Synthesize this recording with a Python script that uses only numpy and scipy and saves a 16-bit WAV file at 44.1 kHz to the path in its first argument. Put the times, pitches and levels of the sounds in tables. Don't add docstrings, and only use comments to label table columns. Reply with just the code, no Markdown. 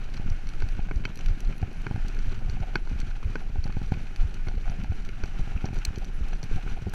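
import sys
import numpy as np
from scipy import signal
from scipy.fft import rfft, irfft, next_fast_len
from scipy.io import wavfile
from scipy.ndimage import uniform_filter1d

SR = 44100
rng = np.random.default_rng(int(sys.argv[2]) if len(sys.argv) > 2 else 0)


def volts_from_decibels(level):
    exponent = np.asarray(level, float) / 20
    return 10 ** exponent


def generate_wav(signal):
    frames = np.transpose(np.atleast_2d(signal))
    scaled = np.clip(frames, -1, 1) * 32767
    pcm = np.round(scaled).astype(np.int16)
    wavfile.write(sys.argv[1], SR, pcm)


N = 306048

# centre_s, level_db
CHIRPS = [(0.094, -75), (0.336, -73), (0.543, -73), (0.734, -73), (0.944, -76), (1.178, -74), (1.389, -74),
          (1.568, -71), (1.778, -72), (1.962, -76), (2.179, -71), (2.414, -74), (2.619, -74.5),
          (2.805, -75), (3.028, -84), (3.238, -74), (3.415, -72), (3.655, -71), (3.875, -72), (4.038, -72),
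          (4.172, -77), (4.29, -72), (4.471, -71), (4.715, -70), (4.942, -74), (6.014, -78), (6.198, -78),
          (6.391, -71), (6.545, -72), (6.77, -75)]
CHIRP_HZ, CHIRP_S = 10580, .027
# centre_s, length_s, pitch_hz, level_db
NEAR_BUZZ = [
    (6.152, .05, 10020, -72),
    (6.152, .05, 10590, -73),
]
# pitch_hz, level_db (per Hz)
AIR_COLOUR = [(180, -48), (300, 1.5), (515, -15.5), (790, 0.5), (994, -13.5), (1470, -2.5), (2010, -7.5),
              (2450, -5), (3400, -20.5), (5940, -19), (7350, -27), (12200, -36), (14000, -60)]
AIR_DB = -51
# pitch_hz, level_db (per Hz)
MIC_HISS = [(6000, -30), (10000, -7), (13000, 0), (15200, -10)]
MIC_HISS_DB = -82.5
# pitch_hz, level_db (per Hz)
WOBBLE = [(4, 0), (8, 0.5), (16, 7), (28, 8.5), (40, -8), (70, -18.5), (140, -22), (300, -48), (700, -140)]
# centre_s, peak_db, half_length_s
LURCHES = [(0.05, -31, 0.064), (0.203, -29.5, 0.15), (0.283, -21, 0.044), (0.475, -19, 0.016),
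           (0.613, -23, 0.084), (0.835, -25.5, 0.18), (1.287, -17.5, 0.037), (1.476, -20.5, 0.026),
           (1.791, -23, 0.031), (2.023, -23, 0.034), (2.232, -21.5, 0.086), (2.476, -24.5, 0.12),
           (2.96, -25.5, 0.19), (3.277, -19.5, 0.026), (3.728, -26.5, 0.33), (4.224, -16, 0.024),
           (4.47, -26, 0.11), (4.685, -21, 0.024), (4.945, -27.5, 0.2), (5.393, -27.5, 0.15),
           (5.422, -19.5, 0.023), (0.35, -28, 0.031), (2.471, -17, 0.016), (3.91, -39, 0.03),
           (6.033, -25.5, 0.02), (5.654, -25, 0.019), (5.776, -23, 0.025), (6.246, -26, 0.14),
           (6.541, -18, 0.03), (6.734, -25.5, 0.071)]
CALM_DB = -33.5
# centre_s, peak_db, direction (+1 outwards, -1 inwards)
THUMPS = [(0.314, -20, -1), (0.639, -20.5, 1), (0.963, -16.5, -1), (1.309, -17.5, -1), (1.632, -17, -1),
          (1.947, -20, -1), (2.284, -23.5, 1), (2.611, -18, 1), (2.935, -19, -1), (3.261, -16, -1),
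          (3.588, -16.5, 1), (3.924, -31, -1), (4.25, -17, -1), (4.574, -19.5, -1), (4.902, -15.5, -1),
          (5.236, -19.5, 1), (5.557, -16, 1), (5.882, -18, -1), (6.215, -19, 1), (6.543, -23, 1),
          (6.868, -19.5, -1)]
# pitch_hz, width_hz, peak_db
THUD = [(110, 55, 0), (170, 80, -4), (225, 100, -9), (370, 90, -12)]
KNOCK = [(575, 85, -12.5), (647, 190, -10), (760, 70, 3.5), (890, 126, -12.5)]
CRACK = [(1470, 170, 0), (1670, 200, -5), (2220, 200, -3), (2480, 220, -3), (2980, 220, -18)]
TICK = [(3480, 1100, -4.5), (4197, 183, 0), (4630, 280, -0.5), (5600, 270, -8), (5910, 290, -2),
        (6570, 290, -11.5), (7800, 300, -14.5)]
SPARKLE = [(8950, 170, 0), (10200, 900, -10), (11700, 300, -4), (12750, 250, -7), (13500, 350, -14),
           (14900, 400, -15)]
GROUPS = [THUD, KNOCK, CRACK, TICK, SPARKLE]
# pitch_hz, width_hz, peak_db
CHIP_TOP = [(10680, 300, -1.5), (16400, 700, -14)]
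# pitch_hz, width_hz, peak_db
LOOSE_THUD = [(109, 40, 1), (172, 64, -3), (230, 56, -8.5), (381, 106, -7.5)]
LOOSE_KNOCK = [(600, 330, -2.5), (817, 138, -1.5), (995, 160, -6.5)]
LOOSE_CRACK = [(1511, 167, 3), (1590, 224, -7), (2223, 160, -2), (2517, 91, -4), (3050, 67, -13.5)]
LOOSE_TICK = [(3460, 640, -8.5), (4130, 420, -8), (4486, 420, 1), (5620, 89, -4), (6000, 140, -5),
              (6530, 320, -18), (7200, 240, -18)]
# pitch_hz, width_hz, peak_db
HARD_CHIP = [(2300, 130, -3), (2550, 160, -6), (3250, 1300, -20), (4120, 240, -2.5), (4550, 700, -5),
             (6000, 390, -6.5), (6410, 290, -4), (7700, 450, -7.5), (9090, 270, -11.5), (10300, 1000, -25),
             (11750, 360, -20), (12700, 370, -19.5), (14500, 500, -24), (15600, 800, -28)]
CENTRES_HZ = [130, 700, 2000, 5200, 11000]
USUAL_DB = [-40, -52, -43, -48, -69]
# contact_ms, grains_per_s, size_spread_db, clumping_db, grit_level_db
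CONTACT = [(0.087, 300, 2, 4, 5), (1, 100, 0.5, -2, -9), (1.4, 800, 4, 5, -3), (1.3, 500, 4, 5, -1),
           (1.7, 400, -1, -6, -51)]
# time_s, level_db
LOOSENESS = [(0.0, -51), (0.41, -51), (0.71, -52.5), (1.31, -50), (1.57, -52.5), (1.78, -52), (2.13, -50.5),
             (2.68, -51), (2.82, -53), (3.17, -51), (3.67, -53), (4.14, -50.5), (4.46, -52.5),
             (4.95, -51.5), (5.84, -50), (6.24, -52), (6.51, -50), (6.94, -51)]
# mean_db, looseness_share, lurch_share
ROLL = [(-48.5, 0.063, 0.027), (-53.5, 1.14, 0.12), (-64.5, 0.56, 0.34), (0.85, 1, 0.043)]
# start_s, thud_db
JOLTS = [(0.261, -25.5), (0.284, -21), (0.854, -31), (1.004, -24), (1.026, -30.5), (1.488, -27),
         (1.616, -24.5), (1.768, -31), (1.977, -24), (2.047, -26), (2.496, -20.5), (2.548, -27),
         (2.601, -21), (2.958, -26), (3.031, -24), (3.298, -25), (3.499, -28), (3.837, -27), (3.973, -23),
         (4.698, -21.5), (4.798, -24), (4.839, -23), (5.566, -26.5), (5.706, -22.5), (5.905, -24),
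         (5.976, -20.5), (6.438, -22), (6.56, -19.5), (6.722, -27), (6.822, -23)]
# start_s, length_s, level_db
SCRAPES = [(0.199, 0.041, -46.5), (1.425, 0.032, -51), (2.616, 0.031, -43.5), (2.668, 0.043, -47),
           (2.727, 0.037, -47.5), (3.407, 0.038, -50), (3.654, 0.028, -45), (4.453, 0.073, -49),
           (4.649, 0.12, -46), (5.178, 0.034, -51), (5.342, 0.026, -48), (6.011, 0.03, -44.5),
           (6.25, 0.051, -50), (6.563, 0.046, -45.5), (6.761, 0.023, -45)]
# start_s, peak_db
PEBBLE_LOWS = [(0.12, -40), (0.261, -28), (1.169, -33), (1.488, -39), (1.713, -34), (2.046, -39),
               (2.178, -48), (2.261, -36), (2.321, -33), (2.421, -33), (2.567, -34), (2.613, -45),
               (3.223, -43), (4.322, -42), (4.576, -35), (5.091, -28.5), (5.198, -34), (5.345, -40),
               (5.878, -34), (5.974, -31), (6.103, -49), (6.268, -47), (6.329, -32), (6.512, -28),
               (6.819, -35), (6.867, -22)]
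PEBBLE_KNOCKS = [(0.32, -39), (0.886, -40), (1.02, -39), (1.076, -35), (1.202, -39), (1.506, -38),
                 (1.979, -46), (2.047, -45), (2.155, -53), (2.423, -37), (2.481, -35), (2.872, -40),
                 (3.11, -51), (3.932, -40), (3.97, -39), (3.995, -40), (4.09, -48), (4.212, -36),
                 (4.577, -42), (4.918, -43), (5.091, -62), (5.255, -38), (5.341, -46), (5.517, -37),
                 (5.755, -41), (5.907, -42), (6.512, -39), (6.562, -39), (6.785, -45), (6.866, -38)]
PEBBLE_CRACKS = [(0.042, -43), (0.053, -41), (0.14, -39), (0.176, -35), (0.267, -43), (0.277, -38),
                 (0.317, -43), (0.611, -42), (0.767, -41), (0.798, -41), (1.039, -35), (1.101, -37),
                 (1.336, -48), (1.798, -45), (2.046, -43), (2.099, -39), (2.168, -34), (2.561, -42),
                 (3.106, -43), (3.564, -50), (3.665, -36), (3.702, -36), (4.106, -43), (4.2, -39),
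                 (4.393, -47), (4.728, -43), (4.931, -44), (5.244, -33), (5.275, -43), (5.355, -36.5),
                 (5.508, -39), (5.574, -34), (5.642, -49), (5.663, -31), (5.761, -41), (5.886, -35),
                 (6.669, -44), (6.791, -43), (6.867, -58), (6.922, -41)]
# start_s, crack_db, tick_db
CHIPS = [(0.04, -52, -51), (0.14, -43, -43), (0.174, -44, -38.5), (0.181, -48, -52), (0.268, -39, -49),
         (0.535, -35, -45), (0.767, -44, -53), (0.803, -36, -53), (0.958, -46, -42), (1.156, -51, -43),
         (1.19, -35, -37), (1.209, -38, -38), (1.284, -32, -40), (1.447, -49, -44), (1.514, -48, -58),
         (1.525, -37, -52), (1.86, -46, -53), (1.967, -52, -57), (2.245, -35, -58), (2.344, -39, -45),
         (2.51, -51, -48), (2.603, -38, -43), (2.763, -39, -59), (2.989, -53, -44), (3.047, -49, -49),
         (3.103, -51, -50), (3.229, -33, -50), (3.394, -41, -59), (3.553, -47, -53), (3.861, -46, -46),
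         (3.992, -38, -54), (4.31, -47, -47), (4.469, -37, -47), (4.601, -49, -49), (4.655, -36.5, -50),
         (4.928, -52, -47), (5.157, -43, -63), (5.277, -40, -46), (5.437, -55, -59), (5.757, -35, -43),
         (5.779, -47, -47), (5.785, -39, -46), (6.051, -56, -42), (6.198, -48, -53), (6.333, -51, -43),
         (6.438, -43, -37.5), (6.558, -48, -44), (6.697, -48, -43.5)]
# start_s, thud_db, knock_db, crack_db
BURIED = [(0.197, -22.5, -44, -79), (0.791, -20, -36, -44), (1.627, -20, -32, -38), (1.91, -18.5, -35, -41),
          (1.959, -22.5, -36, -35.5), (2.567, -30, -39.5, -43), (2.63, -57, -38, -39),
          (3.556, -26, -38, -42), (3.655, -20.5, -50, -64), (3.695, -25, -43.5, -50),
          (3.768, -17.5, -38.5, -41), (3.816, -21, -43, -47), (3.9194, -12.5, -30.5, -33),
          (4.471, -24, -46, -41), (4.512, -36, -43, -44), (4.677, -31, -37.5, -36.5),
          (4.717, -29, -40, -37.5), (4.843, -31, -38, -36), (4.919, -23, -39, -41), (5.393, -29, -43, -45),
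          (5.474, -27, -41.5, -46), (5.642, -15.5, -31.5, -39), (5.686, -28, -41, -39),
          (5.729, -24.5, -42, -42), (6.031, -44, -46, -52), (6.329, -33, -39, -41),
          (6.663, -25.5, -42, -58), (6.771, -31, -38, -43), (6.867, -35, -45, -65), (6.935, -30, -34, -34)]
# start_s, knock_db, crack_db, tick_db
LOOSE = [(0.168, -89, -42, -40.5), (0.3, -85, -65, -41.5), (0.47, -68, -41, -42), (0.621, -38.5, -32, -41),
         (0.886, -53, -38.5, -60), (0.911, -34.5, -28.5, -48), (1.052, -38, -20.5, -29.5),
         (1.524, -64, -41.5, -52), (1.866, -34, -26, -42.5), (2.189, -68, -40.5, -42),
         (2.324, -42.5, -42, -52), (2.497, -45, -39.5, -36), (2.755, -28.5, -17, -26.5),
         (2.873, -47.5, -39, -51), (3.015, -67, -41, -44), (3.111, -64, -40.5, -50), (3.229, -48, -46, -50),
         (3.355, -33.5, -26, -39.5), (3.64, -61, -43, -35.5), (3.676, -47, -40, -47),
         (3.724, -55, -39.5, -43.5), (3.939, -63, -37, -44), (4.484, -45, -36, -39),
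         (5.236, -36, -30, -36.5), (5.655, -38, -61, -36.5), (5.766, -43, -45, -50),
         (5.958, -67, -42, -37.5), (6.429, -45, -44, -34.5), (6.676, -41.5, -36, -85),
         (6.787, -47, -50, -53)]
# start_s, tilt_db (per octave)
LOOSE_TILT = [
    (.623, -4),
    (1.052, 7.5),
    (1.865, -8),
    (2.755, -8),
    (3.355, -1),
    (6.677, -12),
    (1.524, 13),
]
# start_s, crack_db, tick_db, sparkle_db
FLUNG = [(.489, -43, -39.5, -56), (0.602, -40, -42.5, -58), (.687, -41, -41, -57),
         (1.156, -121, -46.5, -50), (1.173, -44, -42, -54), (1.26, -35, -37.5, -54),
         (1.404, -50, -39.5, -48), (1.58, -55, -48, -52), (1.616, -46, -46, -65), (1.729, -63, -52, -60),
         (1.817, -55, -49, -59), (2.082, -47.5, -37.5, -51), (2.147, -51, -46, -58),
         (3.001, -41, -36.5, -51), (4.16, -39.5, -38, -55), (4.342, -50, -42, -56), (4.697, -46, -39, -68),
         (4.836, -42, -43.5, -60), (5.049, -63, -48, -59), (5.089, -37, -42, -59), (5.257, -49, -44, -62),
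         (5.743, -43, -46, -54), (5.787, -54, -44, -61), (5.983, -52, -39.5, -52), (6.045, -47, -42, -57),
         (6.284, -53, -46, -54), (6.438, -53, -57, -52), (6.56, -48, -50, -55), (6.895, -66, -45, -53),
         (6.936, -48, -42, -44.5)]
# pitch_hz, width_hz, level_db
CASE = [(476, 110, -1.5), (757, 67, -3), (1038, 38, 1), (2996, 270, 4.5), (3890, 460, 3.5), (7950, 160, -2),
        (5900, 250, 2), (7030, 230, 2), (10100, 660, 1), (11400, 340, 0.5), (13200, 1100, 2),
        (15000, 400, -8)]


def evened(x):
    return x / np.sqrt(np.mean(x ** 2) + 1e-20)


def add(mix, start_s, sound):
    part = mix[max(round(start_s * SR), 0):][:len(sound)]
    part += sound[:len(part)]


def coloured(points):
    f, db = np.transpose(points)
    size = next_fast_len(N)
    hz = np.fft.rfftfreq(size, 1 / SR)
    gain = volts_from_decibels(np.interp(np.log(hz + 1), np.log(f + 1), db))
    return evened(irfft(rfft(rng.standard_normal(N), size) * gain, size)[:N])


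def drift(per_s):
    span = int(SR / per_s)
    return evened(uniform_filter1d(uniform_filter1d(rng.standard_normal(N), span), span))


def ring(x, hz, width, db):
    r, turn = np.exp(-np.pi * width / SR), 2 * np.pi * hz / SR
    return volts_from_decibels(db) * width * signal.lfilter([r * np.sin(turn)], [1, -2 * r * np.cos(turn), r * r], x)


def lurch_db():
    t = np.arange(0, N + 64, 64) / SR
    power = volts_from_decibels(2 * CALM_DB)
    for centre_s, db, half_s in LURCHES:
        power = power + volts_from_decibels(2 * db) * np.exp(-((t - centre_s) / half_s) ** 2)
    return np.interp(np.arange(N) / SR, t, 10 * np.log10(power))


def ride(column):
    mean_db, loose, lurch = ROLL[column]
    gravel_db = np.interp(np.arange(N) / SR, *np.transpose(LOOSENESS))
    rock_db = lurch_db()
    return volts_from_decibels(mean_db + loose * (gravel_db - gravel_db.mean()) + lurch * (rock_db - rock_db.mean()))


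def insects(rough=.4):
    out = np.zeros(N)
    chirps = [(s, CHIRP_S, CHIRP_HZ, db) for s, db in CHIRPS]
    for centre_s, length_s, hz, db in chirps + NEAR_BUZZ:
        t = np.arange(round(length_s * SR)) / SR
        flutter = 1 + rough * evened(uniform_filter1d(rng.standard_normal(len(t)), 130))
        whistle = np.sin(2 * np.pi * hz * t) * signal.windows.tukey(len(t), .3)
        add(out, centre_s - length_s / 2, volts_from_decibels(db) * flutter * whistle)
    return out


def air():
    gusts = volts_from_decibels(AIR_DB - 4.0 + 1.4 * drift(per_s=17.6))
    return ride(column=3) * gusts * coloured(AIR_COLOUR)


def shake():
    wobble = coloured(WOBBLE)
    envelope = abs(signal.hilbert(wobble, next_fast_len(N))[:N])
    steady = wobble / (uniform_filter1d(envelope, 3000) + 0.78)
    return volts_from_decibels(lurch_db()) * evened(steady)


def thumps(hz=62, rise_hz_s=900, before_s=0.0032, after_s=0.0073):
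    t, out = np.arange(-2400, 2400) / SR, np.zeros(N)
    fade = np.exp(-.5 * (t / np.where(t < 0, before_s, after_s)) ** 2)
    for (centre_s, db, way), speed in zip(THUMPS, rng.uniform(0.63, 1.35, len(THUMPS))):
        swing = np.sign(way) * np.cos(2 * np.pi * (hz * speed * t + rise_hz_s * t ** 2 / 2))
        add(out, centre_s + t[0], volts_from_decibels(db) * swing * fade)
    return out


def jolts(contact_ms=1.8, vary_db=4.0):
    out, u = np.zeros(N), np.arange(2000) * 1000 / SR / contact_ms
    shove = u * np.exp(-2 * u)
    for (start_s, db), draw in zip(JOLTS, rng.standard_normal((len(JOLTS), len(THUD) + 1))):
        sound = sum(volts_from_decibels(vary_db * draw[k]) * ring(shove, *mode) for k, mode in enumerate(THUD))
        add(out, start_s, np.sign(draw[-1]) * volts_from_decibels(db) * sound / abs(sound).max())
    return out


def scrapes(gain_db=-2.5, upper_db=-7):
    force, noise = np.zeros(N), rng.standard_normal(N)
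    for start_s, length_s, db in SCRAPES:
        add(force, start_s, volts_from_decibels(db + gain_db) * signal.windows.tukey(round(length_s * SR), .4))
    low = evened(sum(ring(noise, *mode) for mode in KNOCK[2:3]))
    high = evened(sum(ring(noise, *mode) for mode in CRACK))
    return force * (low + volts_from_decibels(upper_db) * high)


def pebbles(vary_db=4, crumble_ms=2.6, soft=5.7):
    out, ms = np.zeros(N), np.arange(900) * 1000 / SR
    chip_cracks = [(s, db) for s, db, _ in CHIPS]
    chip_ticks = [(s, db) for s, _, db in CHIPS]
    kinds = [(PEBBLE_LOWS, THUD[2:], -2), (PEBBLE_KNOCKS, KNOCK, -2), (PEBBLE_CRACKS, CRACK, -3),
             (chip_cracks, CRACK, -4), (chip_ticks, TICK, -2)]
    for rows, modes, gain_db in kinds:
        draws = rng.standard_normal((len(rows), len(ms) + len(modes)))
        for (start_s, db), draw in zip(rows, draws):
            push = draw[len(modes):] * np.exp(-ms / crumble_ms)
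            sound = 0
            for k, (hz, width, peak_db) in enumerate(modes):
                swell = ring(push, hz, soft * width, 0)
                sound = sound + volts_from_decibels(vary_db * draw[k]) * ring(swell, hz, width, peak_db)
            add(out, start_s, volts_from_decibels(db + gain_db) * sound / abs(sound).max())
    return out


def hard_chip(soft=2.9, again_ms=1.7, again=0.83, crumble_db=-24, crumble_ms=3.1):
    out, ms = np.zeros(N), np.arange(1500) * 1000 / SR
    push = volts_from_decibels(crumble_db) * rng.standard_normal(len(ms)) * np.exp(-ms / crumble_ms)
    push[0] += 1
    push[int(again_ms * SR / 1000)] += again
    sound = 0
    for k, (hz, width, db) in enumerate(HARD_CHIP):
        sound = sound + (-1) ** k * ring(ring(push, hz, width, db), hz, soft * width, 0)
    add(out, 5.8506, volts_from_decibels(-19.5) * sound / abs(sound).max())
    return out


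def grit(own=1.0, crumble_ms=1.76):
    clumps, out = np.tanh(drift(per_s=64)), np.zeros(N)
    fade = np.exp(-1000 / (crumble_ms * SR))
    for modes, (_, per_s, spread_db, clump_db, db), column in zip(GROUPS, CONTACT, (0, 1, 1, 2, 2)):
        if modes is not SPARKLE:
            chance = rng.random(N)
            size = -np.log(rng.random(N) + 0.039)
            patches = drift(per_s=110)
        grains = (chance < per_s / SR) * volts_from_decibels(spread_db * size + clump_db * clumps + 2.13 * patches)
        crumbs = np.sqrt(signal.lfilter([1], [1, -fade], grains ** 2))
        shared = rng.standard_normal(N)
        rung = sum(ring(crumbs * (shared + own * rng.standard_normal(N)), *mode) for mode in modes)
        out += volts_from_decibels(db) * ride(column) * evened(rung)
    return out


def stone_rows(dull_db=-14, over_db=6.5, quiet_db=-74, thin_db=-72, light_db=-50, spark_db=-24):
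    buried = [(s, thud, knock, crack, crack + dull_db, quiet_db) for s, thud, knock, crack in BURIED]
    loose = [(s, knock + over_db, knock, crack, tick, tick + spark_db) for s, knock, crack, tick in LOOSE]
    flung = [(s, light_db, thin_db, crack, tick, spark) for s, crack, tick, spark in FLUNG]
    return buried + loose + flung


def stones(gain_db=1.5, lean=1.0, bounce=0.45, bounce_ms=1.6, crumble_db=-33, crumble_ms=7.8,
           thud_ms=1.36, soft=4.6, spike=10.0):
    out, ms = np.zeros(N), np.arange(2000) * 1000 / SR
    rows = stone_rows()
    draws = rng.standard_normal((len(rows), 2002))
    plain = GROUPS[:4] + [SPARKLE + CHIP_TOP]
    freed = [LOOSE_THUD, LOOSE_KNOCK, LOOSE_CRACK, LOOSE_TICK, SPARKLE]
    bodies = [plain] * len(BURIED) + [freed] * len(LOOSE) + [plain] * len(FLUNG)
    for (start_s, *levels_db), draw, body in zip(rows, draws, bodies):
        for modes, (contact_ms, *_), db in zip(body, CONTACT, levels_db):
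            if modes is THUD:
                push = ms / thud_ms * np.exp(-2 * ms / thud_ms)
                push = push + spike * (abs(ms - .5 * thud_ms) < 500 / SR)
            else:
                shove = ms / contact_ms * np.exp(-2 * ms / contact_ms)
                push = draw[2:] * (.3 * shove + volts_from_decibels(crumble_db) * np.exp(-ms / crumble_ms))
                push[int(contact_ms * 20)] += 1
            if modes is TICK:
                push[int(SR / 1000 * bounce_ms * (1 + .5 * abs(draw[1])))] += bounce
            hz, width, peak_db = np.transpose(modes)
            hz = hz * (1 + .006 * draw[0])
            excess_db = np.subtract(levels_db, USUAL_DB)
            peak_db = peak_db + lean * np.interp(np.log(hz), np.log(CENTRES_HZ), excess_db)
            if modes is LOOSE_CRACK:
                tilt_db = sum(tilt for at, tilt in LOOSE_TILT if abs(at - start_s) < .01)
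                peak_db += np.log2(hz / CENTRES_HZ[2]) * tilt_db
            flip = 1 if modes is THUD else -1
            sound = 0
            for k, (f, w, g) in enumerate(zip(hz, width, peak_db)):
                drive = push if hz[0] < 300 else ring(push, f, soft * w, 0)
                sound = sound + flip ** k * ring(drive, f, w, g)
            add(out, start_s, volts_from_decibels(db + gain_db) * sound / abs(sound).max())
    return out


def scene():
    mount = shake() + thumps()
    tyres = jolts() + scrapes() + pebbles() + hard_chip() + grit() + stones()
    return (insects() + air() + mount + tyres)[None]


def case(x):
    f = abs(np.fft.fftfreq(8192, 1 / SR))
    bumps_db = sum(db * np.exp(-((f - hz) / width) ** 2) for hz, width, db in CASE)
    log_gain = np.log(volts_from_decibels(bumps_db))
    impulse = np.fft.ifft(np.exp(np.conj(signal.hilbert(log_gain)))).real[:4096]
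    return signal.oaconvolve(x, impulse)[:N]


def thin_treble(x):
    hz, _, z = signal.stft(x, SR, nperseg=1024)
    top = hz > 12800
    patch = uniform_filter1d(uniform_filter1d(abs(z) ** 2, size=5, axis=1), size=4, axis=0)
    whole = patch[top].mean(0) + 1e-30
    usual = np.median(whole)
    chance_db = 4 * evened(uniform_filter1d(rng.standard_normal(len(whole)), size=6))
    patch *= np.maximum(1 / whole, 1 / (2 * usual)) * volts_from_decibels(chance_db)
    weak = patch < np.quantile(patch, .36, axis=1, keepdims=True)
    weak |= (hz[:, None] > 15250) & (whole < 12 * usual)
    return signal.istft(z * ~(weak & top[:, None]), SR, nperseg=1024)[1][None, :N]


def low_pass(x):
    return signal.sosfilt(signal.butter(12, 16600, fs=SR, output="sos"), x)


def record(dry):
    heard = case(dry[0]) + volts_from_decibels(MIC_HISS_DB) * coloured(MIC_HISS)
    limited = signal.oaconvolve(heard, signal.firwin(255, 16500, fs=SR), "same")
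    return low_pass(thin_treble(limited))


dry = scene()
out = record(dry)
generate_wav(out)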